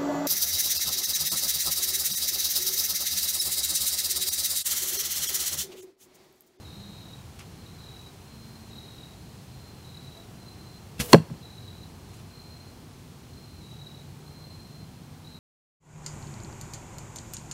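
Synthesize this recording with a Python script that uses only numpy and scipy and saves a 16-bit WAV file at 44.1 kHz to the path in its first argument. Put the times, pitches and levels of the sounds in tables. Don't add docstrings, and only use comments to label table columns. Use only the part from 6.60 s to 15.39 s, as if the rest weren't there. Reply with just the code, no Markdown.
import sys
import numpy as np
from scipy import signal
from scipy.fft import rfft, irfft, next_fast_len
from scipy.io import wavfile
from scipy.ndimage import uniform_filter1d

SR = 44100
rng = np.random.default_rng(int(sys.argv[2]) if len(sys.argv) > 2 else 0)


def waveform_to_disk(signal):
    frames = np.transpose(np.atleast_2d(signal))
    scaled = np.clip(frames, -1, 1) * 32767
    samples = np.round(scaled).astype(np.int16)
    wavfile.write(sys.argv[1], SR, samples)


def undo_db(level):
    steps = np.asarray(level, float) / 20
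    return 10 ** steps


N = 387633
T = np.arange(N) / SR
FFT_LENGTH = next_fast_len(N)

# start_s [s], level_db [dB]
TIP_BLOWS = [(4.5309, -10), (4.533, 0.2)]
# frequency_hz [Hz], level_db [dB], t60_s [s]
SHAFT_MODES = [(1080, 1, 0.014), (1250, -10.5, .012), (1660, -3, 0.01), (2030, -3, 0.0092),
               (2720, -1, 0.0086), (3270, -4, 0.006), (4280, 2, 0.0096), (5240, -14, 0.0073),
               (7550, -12, 0.0068), (9200, -14, 0.005), (10800, -15, 0.0043), (13500, -21, 0.004)]
# start_s [s], level_db [dB], contact_ms [ms]
BLOCK_SHOVES = [(4.5362, -3.5, 1.62), (4.5395, -1, 1.33), (4.5426, -4, 0.79), (4.5449, -1.5, 0.17),
                (4.580, -19.5, 2.5), (4.599, -17, 3.6)]
# frequency_hz [Hz], level_db [dB], t60_s [s]
BLOCK_MODES = [(138, -15, .16), (170, 2.5, 0.11), (223.6, -5, 0.077), (265, -7.5, 0.043), (323, -4, 0.048),
               (441, 0, 0.027), (544, -0.5, 0.036), (684, -2, .035), (830, -21.5, .03),
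               (1006, -19.5, 0.027), (1640, -6.5, .02)]


def impact():
    tip_force = sum(push(start_s, level_db, 0.071) for start_s, level_db in TIP_BLOWS)
    shove_force = sum(push(start_s, level_db, ms) for start_s, level_db, ms in BLOCK_SHOVES)
    shaft = ring(tip_force, SHAFT_MODES)
    block = ring(shove_force, BLOCK_MODES)
    crack_noise = coloured([(300, -0.5), (1500, 5), (5000, -0.5), (15500, -15.5)])
    tear_noise = coloured([(150, -22), (600, 11), (1200, -10.5), (3000, -23), (15500, -38.5)])
    crack = burst(TIP_BLOWS[0][0], -2.5, 0.0002, 0.0071) * crack_noise
    tear = burst(BLOCK_SHOVES[0][0], -11, 0.004, 0.085) * tear_noise
    body = highpass(highpass(shaft + block + tear, 133), 115)
    return body + crack


# time_s [s], hiss_db [dB], hum_hz [Hz], hum_db [dB]
ARROW_FLIGHT = [(4.41, -56, 488, -57), (4.426, -38, 484, -40.5), (4.482, -42, 487, -45),
                (4.5, -36.5, 454, -42), (4.518, -39, 432, -38), (4.527, -27.5, 434, -40)]
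# frequency_hz [Hz], density_db [relative dB per Hz]
VANE_SPECTRUM = [(600, 2.5), (1500, -9.5), (3000, -6), (5000, -7.5), (9000, -6.5), (15000, -6.5)]


def flight():
    hum_phase = 2 * np.pi * np.cumsum(curve(ARROW_FLIGHT, column=2)) / SR
    hum = undo_db(curve(ARROW_FLIGHT, column=3)) * np.sin(hum_phase)
    hiss_db = curve(ARROW_FLIGHT, column=1) + 1.3 * walk(60)
    hiss = undo_db(hiss_db) * coloured(VANE_SPECTRUM)
    return (hum + hiss) * inside(ARROW_FLIGHT, 0.004)


# start_s [s], thunk_db [dB], hiss_db [dB], contact_ms [ms]
STRING_SLAPS = [(4.382, -43, -49, .2), (4.393, -34, -34.5, 0.3), (4.399, -23.5, -28, 0.36),
                (4.4034, -30, -31, 0.22), (4.4087, -31, -37, 0.14), (4.4127, -26.5, -45.5, 0.97)]
# frequency_hz [Hz], level_db [dB], t60_s [s]
BOW_MODES = [(60, 1.5, .1), (135.3, 5, 0.055), (210, -4.5, 0.033), (474, -18, .12), (830, -30, .15),
             (2130, -17, .05), (2680, -2, 0.054), (3870, -3, .02)]
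# frequency_hz [Hz], density_db [relative dB per Hz]
STRING_SPECTRUM = [(700, -3.5), (2500, -1.5), (4000, -0.5), (8000, -3.5), (12000, -5), (15500, -20.5)]


def bow():
    slap_force = sum(push(start_s, thunk_db, ms) for start_s, thunk_db, _, ms in STRING_SLAPS)
    thunk = ring(slap_force, BOW_MODES)
    puffs = sum(burst(start_s, hiss_db, 0.00084, 0.078) for start_s, _, hiss_db, _ in STRING_SLAPS)
    return highpass(thunk, 70) + puffs * coloured(STRING_SPECTRUM)


# lowest_hz [Hz], level_db [dB], t60_s [s]
CLUTTER_TAILS = [(350, -28.5, 0.41), (1800, -26.5, 0.15), (7000, -12.5, 0.16)]
# delay_s [s], level_db [dB], brightest_hz [Hz]
WALL_ECHOES = [(.030, -34.5, 5000), (0.051, -38, 5000), (0.166, -23.5, 200), (.167, -46, 2500),
               (.208, -49, 2500), (.225, -51, 210)]


def yard(source):
    out = source
    for lowest_hz, level_db, t60_s in CLUTTER_TAILS:
        out = out + undo_db(level_db) * highpass(scatter(source, t60_s), lowest_hz)
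    for delay_s, level_db, brightest_hz in WALL_ECHOES:
        delayed = np.roll(source, int(delay_s * SR))
        out = out + undo_db(level_db) * lowpass(delayed, brightest_hz)
    return out


# first_stroke_middle_s [s], end_s [s], pitch_hz [Hz], level_db [dB]
NEAR_TRILLS = [(.0556, .6, 3910, -52), (.068, .5, 3774, -56), (1.0668, 1.12, 3870, -53),
               (1.191, 1.49, 3920, -49.5), (2.109, 2.54, 3848, -48.5), (3.2502, 3.64, 3905, -50.5),
               (4.8322, 5.25, 3925, -51.5), (7.0186, 7.43, 3886, -50.5), (8.65, 8.9, 3920, -52.5)]


def near_crickets():
    strokes_per_s, slowing_per_s2, stroke_duty = 40.5, 4, 0.6
    swell_s, first_share, fade_s = 0.1, 0.85, 0.06
    song = 0
    for first_s, end_s, pitch_hz, level_db in NEAR_TRILLS:
        t = np.maximum(T - first_s, -1)
        phase = strokes_per_s * t - slowing_per_s2 * t ** 2 / 2 + stroke_duty / 2
        swell = np.clip(first_share + t / swell_s, 0, 1)
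        fade = np.clip((end_s - T) / fade_s + 0.5, 0, 1)
        pulses = strokes(phase, pitch_hz, stroke_duty, 1.7, 25, 150)
        song = song + (phase > 0) * swell * fade * undo_db(level_db) * pulses
    return song + undo_db(2.0) * blur(song, curve(NEAR_TRILLS, column=2), 220, 0.081)


# start_s [s], end_s [s], pitch_hz [Hz], level_db [dB]
DISTANT_TRILLS = [(-.1, .42, 4150, -53), (.86, 1.33, 4150, -60), (1.56, 2.38, 4150, -57.5),
                  (2.86, 3.48, 4180, -59), (3.74, 4.15, 4110, -55), (4.7, 5.22, 4150, -58.5),
                  (5.68, 6.05, 4150, -53.5), (6.65, 6.98, 4205, -55.5), (7.15, 7.38, 4090, -62),
                  (7.58, 8.18, 4150, -55), (8.6, 8.9, 4150, -56)]


def far_crickets():
    strokes_per_s, swell_s, fade_db_per_s = 48, 0.092, 147
    envelope = 0
    for start_s, end_s, _, level_db in DISTANT_TRILLS:
        swell = np.clip((T - start_s) / swell_s, 0, 1)
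        envelope = envelope + swell * undo_db(level_db - fade_db_per_s * np.maximum(T - end_s, 0))
    pitch_hz = curve(DISTANT_TRILLS, column=2)
    phase = np.cumsum(strokes_per_s + 1.6 * walk(3.6)) / SR
    song = envelope * undo_db(1.5 * walk(6.4)) * strokes(phase, pitch_hz, 0.99, 1.6, 9.1, 75)
    return song + undo_db(1.5) * blur(song, pitch_hz, 180, 0.27)


def cricket_chorus():
    pitch_hz, width_hz, level_db = 4150, 520, -67.5
    return blur(undo_db(level_db + 3.2 * walk(3.07)), np.full(N, pitch_hz), width_hz, 0.2)


# start_s [s], level_db [dB], rise_s [s], t60_s [s], tilt_db [dB per octave]
LEAF_RUSTLES = [(.787, -40, .007, 0.066, 2), (.801, -40.5, 0.0037, 0.094, -2.5), (5.475, -49, .02, .14, 3),
                (5.53, -47.5, .015, 0.16, 3), (5.585, -49, .015, .12, 1)]
# frequency_hz [Hz], density_db [relative dB per Hz]
LEAF_SPECTRUM = [(700, -16), (1200, 4), (1700, -6), (2400, 1), (5000, -6), (10000, -10), (15500, -26)]


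def leaves():
    out = 0
    for start_s, level_db, rise_s, t60_s, tilt_db in LEAF_RUSTLES:
        colour = [(hz, db + tilt_db * np.log2(hz / 2500)) for hz, db in LEAF_SPECTRUM]
        out = out + burst(start_s, level_db, rise_s, t60_s) * coloured(colour)
    return out * undo_db(3.2 * walk(600))


# start_s [s], end_s [s], start_hz [Hz], end_hz [Hz], level_db [dB]
HUM_WAVERS = [(0.162, 0.332, 197.7, 206.7, -46.5), (1.712, 2.199, 220.5, 223, -53),
              (2.8, 3.603, 128.5, 134.8, -52.5), (5.693, 6.9, 239.8, 245.2, -56.5),
              (7.095, 8.792, 143.1, 155.5, -49), (8.3, 8.79, 248, 250, -57.5),
              (3.585, 3.596, 670, 676, -52)]


def hums():
    out = 0
    for start_s, end_s, start_hz, end_hz, level_db in HUM_WAVERS:
        pitch_hz = np.interp(T, [start_s, end_s], [start_hz, end_hz]) + 1.49 * walk(6.4)
        tone = np.sin(2 * np.pi * np.cumsum(pitch_hz) / SR)
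        out = out + inside([[start_s], [end_s]], 0.043) * undo_db(level_db + 1.1 * walk(8.5)) * tone
    return out


# frequency_hz [Hz], density_db [relative dB per Hz]
TOWN_SPECTRUM = [(15, -58.5), (25, -26.5), (38, -14), (86, -1.5), (141, -2.5), (179, -5.5), (255, -12),
                 (299, -13), (392, -14.5), (572, -22), (749, -19.5), (1870, -29.5), (2590, -29),
                 (5670, -31.5), (15800, -40.5)]
# time_s [s], rumble_db [dB], hiss_db [dB]
TOWN_DRIFT = [(0, 0, 0.5), (2, -1.5, 0.5), (3.6, -0.5, 0), (5, 0, -0.5), (7, -1, -1), (8.79, -1, -1.5)]


def town():
    spectrum = rfft(coloured(TOWN_SPECTRUM), FFT_LENGTH)
    octave = np.log2(np.maximum(np.fft.rfftfreq(FFT_LENGTH, 1 / SR), 20) / 20)
    out, swell = 0, walk(0.6)
    for k in range(11):
        band = irfft(spectrum * np.clip(1 - np.abs(octave - k), 0, 1), FFT_LENGTH)[:N]
        low = np.clip((7 - k) / 3, 0, 1)
        drift_db = low * curve(TOWN_DRIFT, column=1) + (1 - low) * curve(TOWN_DRIFT, column=2)
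        wander_db = low * (0.2 * swell + 0.68 * walk(5.1)) + 0.14 * walk(9.6)
        out = out + band * undo_db(drift_db + wander_db)
    return undo_db(-45.5) * out


def push(start_s, level_db, contact_ms):
    u = np.clip((T - start_s) / (contact_ms / 1000), 0, 1)
    return undo_db(level_db) * np.sin(np.pi * u) * np.pi / (2 * contact_ms / 1000 * SR)


def ring(force, modes):
    t = T[:SR // 2]
    body = sum(undo_db(db) * np.sin(2 * np.pi * hz * t) * 1000. ** (-t / t60_s) for hz, db, t60_s in modes)
    return signal.oaconvolve(force, body)[:N]


def burst(start_s, level_db, rise_s, t60_s):
    t = np.maximum(T - start_s, 0)
    return undo_db(level_db) * (1 - np.exp(-t / rise_s)) * 1000. ** (-t / t60_s)


def strokes(phase, pitch_hz, duty, scatter_db, waver_hz, glide_hz):
    cycle = np.floor(phase).astype(int)
    chance = rng.standard_normal((400, 2))[cycle % 400]
    stroke = np.clip((phase - cycle) / duty, 0, 1)
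    stroke_hz = pitch_hz + waver_hz * chance[:, 1] + glide_hz * (0.5 - stroke)
    turn = 2 * np.pi * np.cumsum(stroke_hz) / SR
    tone = np.sin(turn) + undo_db(-19) * np.sin(3 * turn)
    return np.sin(np.pi * stroke) * undo_db(scatter_db * chance[:, 0]) * tone


def blur(song, pitch_hz, width_hz, t60_s):
    keep = 1000. ** (-2 / (t60_s * SR))
    power = signal.lfilter([1 - keep], [1, -keep], song ** 2)
    turn = 2 * np.pi * np.cumsum(pitch_hz) / SR
    return np.sqrt(np.abs(power)) * (walk(width_hz) * np.sin(turn) + walk(width_hz) * np.cos(turn))


def scatter(source, t60_s):
    t = T[:SR // 3]
    tail = rng.standard_normal(len(t)) * 1000. ** (-t / t60_s)
    return signal.oaconvolve(source, tail / np.sqrt(np.sum(tail ** 2)))[:N]


def coloured(points):
    hz, db = np.transpose(points)
    f = np.maximum(np.fft.rfftfreq(FFT_LENGTH, 1 / SR), 1)
    gain = undo_db(np.interp(np.log(f), np.log(hz), db))
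    noise = irfft(rfft(rng.standard_normal(FFT_LENGTH)) * gain, FFT_LENGTH)[:N]
    return noise / noise.std()


def walk(rate):
    k = int(SR / rate)
    held = np.repeat(rng.standard_normal(N // k + 1), k)
    return 1.1 * uniform_filter1d(uniform_filter1d(held, k), k)[:N]


def curve(rows, column):
    return np.interp(T, [row[0] for row in rows], [row[column] for row in rows])


def inside(rows, fade_s):
    return np.clip(np.minimum(T - rows[0][0], rows[-1][0] - T) / fade_s + 1, 0, 1)


def lowpass(x, hz):
    return signal.sosfilt(signal.butter(4, min(hz, 0.45 * SR), fs=SR, output="sos"), x)


def highpass(x, hz):
    return signal.sosfilt(signal.butter(2, hz, "high", fs=SR, output="sos"), x)


def scene():
    shot = yard(impact() + flight() + bow())
    crickets = near_crickets() + far_crickets() + cricket_chorus()
    return (shot + crickets + leaves() + hums() + town())[None]


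def low_pass(x):
    return signal.sosfilt(signal.butter(12, 16410, fs=SR, output="sos"), x)


def record(dry):
    heard = signal.sosfilt(signal.ellip(10, 0.2, 50, 15750, fs=SR, output="sos"), dry)
    return low_pass(np.clip(heard, -1, 1))


dry = scene()
out = record(dry)
waveform_to_disk(out)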